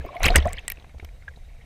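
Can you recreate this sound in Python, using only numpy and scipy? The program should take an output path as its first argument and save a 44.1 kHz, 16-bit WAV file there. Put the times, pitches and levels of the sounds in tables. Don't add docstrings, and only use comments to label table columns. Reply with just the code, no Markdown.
import sys
import numpy as np
from scipy import signal
from scipy.fft import rfft, irfft
from scipy.io import wavfile
from scipy.ndimage import uniform_filter1d

SR = 44100
rng = np.random.default_rng(int(sys.argv[2]) if len(sys.argv) > 2 else 0)


def natural_amplitude(level_db):
    exponent = np.asarray(level_db, float) / 20
    return 10 ** exponent


def transcribe(signal):
    frames = np.atleast_2d(signal).T
    limited = np.clip(frames, -1, 1)
    pcm = np.round(limited * 32767).astype(np.int16)
    wavfile.write(sys.argv[1], SR, pcm)


N = 72765

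# t/s, level/dB (peak), f/Hz, t60/s
LARGE_BUBBLES = [(0.009, -39.5, 1630, 0.027), (0.042, -33.5, 558, 0.031), (0.049, -28.5, 670, 0.022),
                 (0.064, -38, 1070, 0.024), (0.089, -32, 1044, 0.031), (0.105, -36, 572, 0.046),
                 (0.128, -36, 690, 0.025), (0.143, -39, 737, 0.092), (0.158, -27, 672, 0.059),
                 (0.205, -20, 730, 0.014), (0.302, -18, 690, 0.056), (0.424, -31.5, 617, 0.023),
                 (0.455, -17, 602, 0.044), (0.464, -17.5, 676, 0.048), (0.143, -35, 1007, 0.034),
                 (0.066, -36.5, 388, 0.034), (0.5, -39.5, 1075, 0.04)]
# t/s, level/dB (peak), f/Hz, t60/s
SMALL_BUBBLES = [(0.062, -46, 2140, 0.045), (0.127, -49, 2270, 0.01), (0.1665, -29.5, 2150, 0.017),
                 (0.204, -32.5, 2230, .012), (0.2225, -26, 2290, 0.0037), (0.2318, -17, 1980, 0.014),
                 (0.2355, -13, 2430, 0.0051), (0.2385, -14.5, 2070, 0.0055), (0.2408, -14, 3925, 0.01),
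                 (0.241, -20.5, 1540, 0.013), (0.2445, -8, 2300, 0.0068), (0.2475, -20, 2210, 0.01),
                 (0.2513, -8, 2630, 0.0081), (0.2568, -4, 2080, 0.0051), (0.2595, -14.5, 4990, 0.0085),
                 (0.2605, -15, 2590, 0.014), (0.2635, -12, 1845, 0.011), (0.264, -15.5, 1260, 0.011),
                 (0.2655, -11.5, 2960, 0.0095), (0.2745, -13, 2350, 0.0088), (0.280, -21, 2750, 0.0077),
                 (0.2825, -9.5, 2230, 0.0088), (0.2845, -14, 2855, 0.0091), (0.2872, -7.5, 2780, 0.007),
                 (0.3037, -19, 3920, 0.0091), (0.309, -49, 6120, 0.0068), (0.343, -20.5, 1470, 0.024),
                 (0.351, -17.5, 2360, .01), (0.3553, -4, 1780, 0.0075), (0.3593, -10, 2694, 0.013),
                 (0.361, -5.5, 1905, 0.014), (0.3665, -15.5, 5910, 0.0081), (0.369, -25, 5000, .007),
                 (0.3745, -25.5, 6170, 0.0061), (0.383, -24, 4650, 0.0092), (0.384, -25.5, 3060, 0.0096),
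                 (0.3844, -24, 1890, 0.026), (0.392, -33, 2650, 0.013), (0.4015, -29, 2860, 0.017),
                 (0.4242, -33, 3480, 0.019), (0.427, -35, 2070, 0.016), (0.448, -32, 1733, 0.025),
                 (0.457, -25, 1050, .022), (0.4793, -29.5, 1883, 0.025), (0.5385, -36, 2030, 0.032),
                 (0.5766, -31.5, 1820, 0.019), (0.5684, -38.5, 4560, .01), (0.5833, -23, 3140, 0.0078),
                 (0.5884, -29.5, 2460, 0.019)]
# t/s, level/dB (peak), f/Hz, t60/s
LAST_DRIPS = [(0.6813, -31.5, 1890, 0.032), (0.7013, -24.5, 2366, 0.015), (0.7191, -31, 1920, 0.014),
              (0.7718, -36.5, 2500, 0.0066), (0.7865, -40.5, 2235, 0.0047), (0.7985, -37.5, 3840, 0.0035),
              (0.8231, -47, 3120, .007), (0.8436, -44.5, 2140, 0.012), (0.844, -47.5, 1040, 0.015),
              (0.8945, -46.5, 2160, .008), (0.9982, -34.5, 2170, 0.0096), (1.0317, -46, 1363, 0.0073),
              (1.0475, -46, 2275, 0.018), (1.048, -41.5, 3320, .007), (1.0895, -41, 2350, 0.0066),
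              (1.2232, -44, 2230, 0.012), (1.233, -51.5, 1500, 0.016), (1.279, -34.5, 1100, 0.0077),
              (1.2798, -26.5, 1575, 0.022), (1.3375, -46.5, 1880, .008), (1.36, -50, 3865, 0.023),
              (1.5041, -56, 2630, 0.0098), (1.6114, -50.5, 2144, 0.016)]
# t/s, level/dB (peak), f/Hz (ring)
SPRAY_TICKS = [(0.05, -52, 12800), (0.061, -39, 13700), (0.1506, -43, 10300), (0.164, -45, 13500),
               (0.198, -39, 11300), (0.2314, -11.5, 6300), (0.2375, -20, 10900), (0.244, -21, 8000),
               (0.2655, -23, 11400), (0.270, -28, 6050), (0.251, -25, 10000), (0.255, -10, 6670),
               (0.2578, -12, 8100), (0.263, -14.5, 12900), (0.282, -17.5, 9700), (0.356, -19, 5350),
               (0.3587, 2, 8390), (0.3588, -4.5, 6580), (0.3657, -10, 8160), (0.3794, -18, 8740),
               (0.401, -43, 6600), (0.455, -32, 6450), (0.4733, -29.5, 7900), (0.486, -39, 6500),
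               (0.491, -32.5, 6260), (0.506, -49, 6630), (0.525, -34, 6800), (0.531, -18.5, 8180),
               (0.594, -40.5, 6620), (0.6802, -9.5, 7820), (0.6961, -41, 11400), (0.7005, -14, 13930),
               (0.716, -30.5, 5400), (0.7196, -15.5, 12470), (1.0467, -35.5, 5510), (1.048, -37, 12600),
               (1.289, -47.5, 6270)]
# t/s, level/dB (peak), f/Hz (upper limit of the dull burst)
WAVELET_SLAPS = [(.001, -29.5, 310), (0.048, -25.5, 410), (0.256, -19, 495), (0.354, -13.5, 376),
                 (0.381, -14.5, 305), (0.302, -13, 417), (0.455, -19.5, 286), (.648, -36.5, 2510),
                 (0.757, -43.5, 5000), (0.772, -42.5, 3000), (0.785, -49, 1510), (0.798, -42, 3960),
                 (0.824, -42, 3120), (.842, -36, 1790), (0.893, -43, 2538), (0.944, -33.5, 690),
                 (0.983, -41, 5890), (0.997, -33.5, 2770), (1.026, -33, 700), (1.046, -35.5, 3100),
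                 (1.087, -44, 2860), (1.145, -51, 3000), (1.222, -46.5, 2500), (1.28, -56, 2009),
                 (1.371, -37.5, 710), (0.778, -41, 700), (0.866, -42, 603), (0.985, -49, 604),
                 (1.64, -47, 500)]
# t/s, level/dB (peak), f/Hz
HOUSING_SURGES = [(-.017, -27.5, 67.4), (0.187, -20, 27.2), (0.233, -15.5, 66.4), (0.292, -14.5, 28.49),
                  (0.35, -14, 65.6), (0.3651, -16.5, 68.5), (0.438, -19.5, 76), (0.472, -38, 30.9),
                  (0.528, -34.5, 32), (0.563, -34.5, 66.3), (0.719, -41.5, 70), (.945, -35, 70),
                  (.95, -40, 40.8), (1.024, -33, 70), (1.073, -37.5, 42.1), (1.277, -38.5, 69),
                  (1.359, -39.5, 30.5), (1.478, -38.5, 33.8), (1.516, -57.5, 62)]
# t/s, level/dB
CHURN_LEVEL = [(0, -49.5), (0.188, -46), (.222, -33), (0.237, -26.5), (0.263, -17), (0.291, -28),
               (0.317, -30.5), (0.347, -34), (0.358, -17), (0.393, -34.5), (.43, -39.5), (.49, -41.5),
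               (0.559, -47.5), (.6, -45.5), (.63, -53), (.74, -55.5), (.9, -63.5), (1.65, -61.5)]
# f/Hz, level/dB (per Hz)
MIST_SPECTRUM = [(1500, -25), (3500, -1.5), (6300, -2.5), (9000, -7.5), (14800, -10.5), (16000, -35)]
# f/Hz, level/dB (per Hz)
WASH_SPECTRUM = [(70, -42), (130, 0), (1290, -16), (2120, -5), (8130, -38), (14400, -43.5), (16400, -73)]
# f/Hz, level/dB (per Hz)
CALM_SPECTRUM = [(8.8, -24), (15, 10.5), (63, -0.5), (344, -30.5), (1440, -38), (2170, -34.5), (14500, -48),
                 (16400, -69)]
# f/Hz, width/Hz, lift/dB
SHELL_MODES = [
    (70, 18, 6.5),
    (128, 32, 3),
    (690, 120, 5.5),
    (2150, 910, 2.5),
    (3810, 280, 6),
    (6270, 760, 4),
    (8500, 1500, 3),
]


def bubble(hz, t60_s, rise_s, glide_per_cycle, wobble):
    t = np.arange(0, t60_s, 1 / SR)
    smooth_wobble = uniform_filter1d(np.resize(wobble, len(t)), round(0.00025 * SR))
    drift = np.cumsum(smooth_wobble) * np.sqrt(hz / 2000)
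    cycles = hz * t * (1 + glide_per_cycle * hz * t / 2)
    u = t / t60_s
    decay = natural_amplitude(-15 * u - 30.4 * u ** 1.86)
    return np.sin(2 * np.pi * cycles + drift) * np.minimum(t / rise_s, 1) * decay


def bubbles(events, rise_s, glide_per_cycle, roughness):
    out = np.zeros(N)
    noises = rng.standard_normal((len(events), 5000))
    for (s, db, hz, t60_s), noise in zip(events, noises):
        add(out, s, natural_amplitude(db) * bubble(hz, t60_s, rise_s, glide_per_cycle, roughness * noise))
    return out


def fizz():
    per_s, spread_db, ring_cycles, tilt_db_per_octave = 2000, 3.5, 5.5, -3
    pitches = np.geomspace(448.5, 5000, num=30)
    born = rng.random(N) < per_s / SR
    strength = natural_amplitude(spread_db * np.minimum(rng.exponential(1, N), 5)) * born
    kind = rng.integers(0, len(pitches), N)
    cloud = np.zeros(N)
    for k, hz in enumerate(pitches):
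        grain = bubble(hz, 3 * ring_cycles / hz, 1 / hz, 0.0083, np.zeros(1))
        sounded = signal.oaconvolve(strength * (kind == k), grain)[:N]
        cloud += natural_amplitude(tilt_db_per_octave * np.log2(hz / 2000)) * sounded
    return natural_amplitude(-3.5) * churn(1) * evened(housing(cloud))


def tick(db, hz, noise):
    t60_s, ring_db, body_db, phase_roughness = 0.0066, -2, 2.5, 0.26
    t = np.arange(len(noise)) / SR
    crack = evened(band(noise, 2, 2500, 12740))
    body = evened(band(noise, 2, 1200, 4000))
    fall = np.minimum(t / 0.00012, 1) * natural_amplitude(-60 * (t / t60_s) ** 1.252)
    tone = np.sin(2 * np.pi * hz * t + phase_roughness * np.cumsum(noise))
    ring = tone * np.minimum(t / 0.00075, 1) ** 2 * fall
    return natural_amplitude(db) * (0.2 * fall * (crack + natural_amplitude(body_db) * body) + natural_amplitude(ring_db) * ring)


def ticks():
    out = np.zeros(N)
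    noises = rng.standard_normal((len(SPRAY_TICKS), 1500))
    for (s, db, hz), noise in zip(SPRAY_TICKS, noises):
        add(out, s, tick(db, hz, noise))
    return out


def slap(db, hz, noise):
    push_db, t60_s = -3.5, 0.034 * (1e3 / hz) ** 0.32
    t = np.arange(len(noise)) / SR
    dull = evened(band(noise, 3, 90, hz))
    push = natural_amplitude(push_db) * t * hz * np.exp(1 - t * hz)
    burst = 0.5 * dull * np.minimum(t / 0.0033, 1) * natural_amplitude(-60 * t / t60_s)
    return natural_amplitude(db) * (push + burst)


def slaps():
    out = np.zeros(N)
    noises = rng.standard_normal((len(WAVELET_SLAPS), 4000))
    for (s, db, hz), noise in zip(WAVELET_SLAPS, noises):
        add(out, s, slap(db, hz, noise))
    return housing(out)


def surge(db, hz):
    rise_cycles, fall_cycles, overtone_ratio, overtone_db = 0.9, 1.98, 1.867, -17.5
    cycles = np.arange(0, 9 / hz, 1 / SR) * hz
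    swell = (1 - np.exp(-(cycles / rise_cycles) ** 2)) * np.exp(-cycles / fall_cycles)
    swell = swell / swell.max()
    upper = natural_amplitude(overtone_db) * swell * np.sin(2 * np.pi * overtone_ratio * cycles)
    return natural_amplitude(db) * (np.sin(2 * np.pi * cycles) + upper) * swell


def surges():
    out = np.zeros(N)
    for s, db, hz in HOUSING_SURGES:
        add(out, s, surge(db, hz))
    return out


def spray():
    level_db, flicker_db = -14, 3.5
    flicker = evened(uniform_filter1d(rng.standard_normal(N), size=90))
    return natural_amplitude(level_db + flicker_db * flicker) * churn(1.5) * murk(MIST_SPECTRUM, patchy_db=4.5)


def wash():
    return natural_amplitude(-9.5) * churn(0.87) * murk(WASH_SPECTRUM, patchy_db=5.5)


def calm():
    return natural_amplitude(-45) * murk(CALM_SPECTRUM, patchy_db=1.6)


def churn(follow):
    s, db = np.transpose(CHURN_LEVEL)
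    return natural_amplitude(follow * np.interp(np.arange(N) / SR, s, db))


def murk(spectrum, patchy_db):
    settings = dict(nperseg=512, noverlap=384)
    patches = rng.standard_normal((N // 128 + 2, 257))
    patches = uniform_filter1d(patches, size=7, axis=0)
    patches = evened(uniform_filter1d(patches, size=7, axis=1))
    cells = signal.stft(rng.standard_normal(N), **settings)[2]
    patchy_noise = signal.istft(cells * natural_amplitude(patchy_db * patches.T), **settings)[1][:N]
    hz, db = np.transpose(spectrum)
    shape_db = np.interp(np.log(np.fft.rfftfreq(N, 1 / SR) + 1), np.log(hz + 1), db)
    return evened(housing(irfft(rfft(patchy_noise) * natural_amplitude(shape_db), N)))


def housing(x):
    hz = np.fft.rfftfreq(len(x), 1 / SR)
    lift_db = sum(db / (1 + (2 * (hz - f) / width) ** 2) for f, width, db in SHELL_MODES)
    return irfft(rfft(x) * natural_amplitude(lift_db), len(x))


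def band(noise, order, low_hz, high_hz):
    sos = signal.butter(order, [low_hz, high_hz], "band", fs=SR, output="sos")
    return signal.sosfilt(sos, noise)


def evened(x):
    return x / np.sqrt(np.mean(x ** 2) + 1e-20)


def add(mix, s, sound):
    at = round(s * SR)
    sound = sound[max(-at, 0):]
    part = mix[max(at, 0):][:len(sound)]
    part += sound[:len(part)]


def scene():
    mix = bubbles(LARGE_BUBBLES, rise_s=0.00078, glide_per_cycle=0.0049, roughness=0.036)
    mix += bubbles(SMALL_BUBBLES, rise_s=0.00095, glide_per_cycle=0.0025, roughness=0.14)
    mix += bubbles(LAST_DRIPS, rise_s=0.00095, glide_per_cycle=0.00049, roughness=0.12)
    mix += fizz() + ticks() + slaps() + surges()
    mix += spray() + wash() + calm()
    return mix[None]


def roll_off(x):
    return signal.sosfilt(signal.butter(12, 16540, fs=SR, output="sos"), x)


def record(dry):
    low_pass = signal.firwin(255, 16000, window=("kaiser", 9), fs=SR)
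    mix = signal.oaconvolve(dry, low_pass[None], "same")
    return roll_off(mix)


dry = scene()
out = record(dry)
transcribe(out)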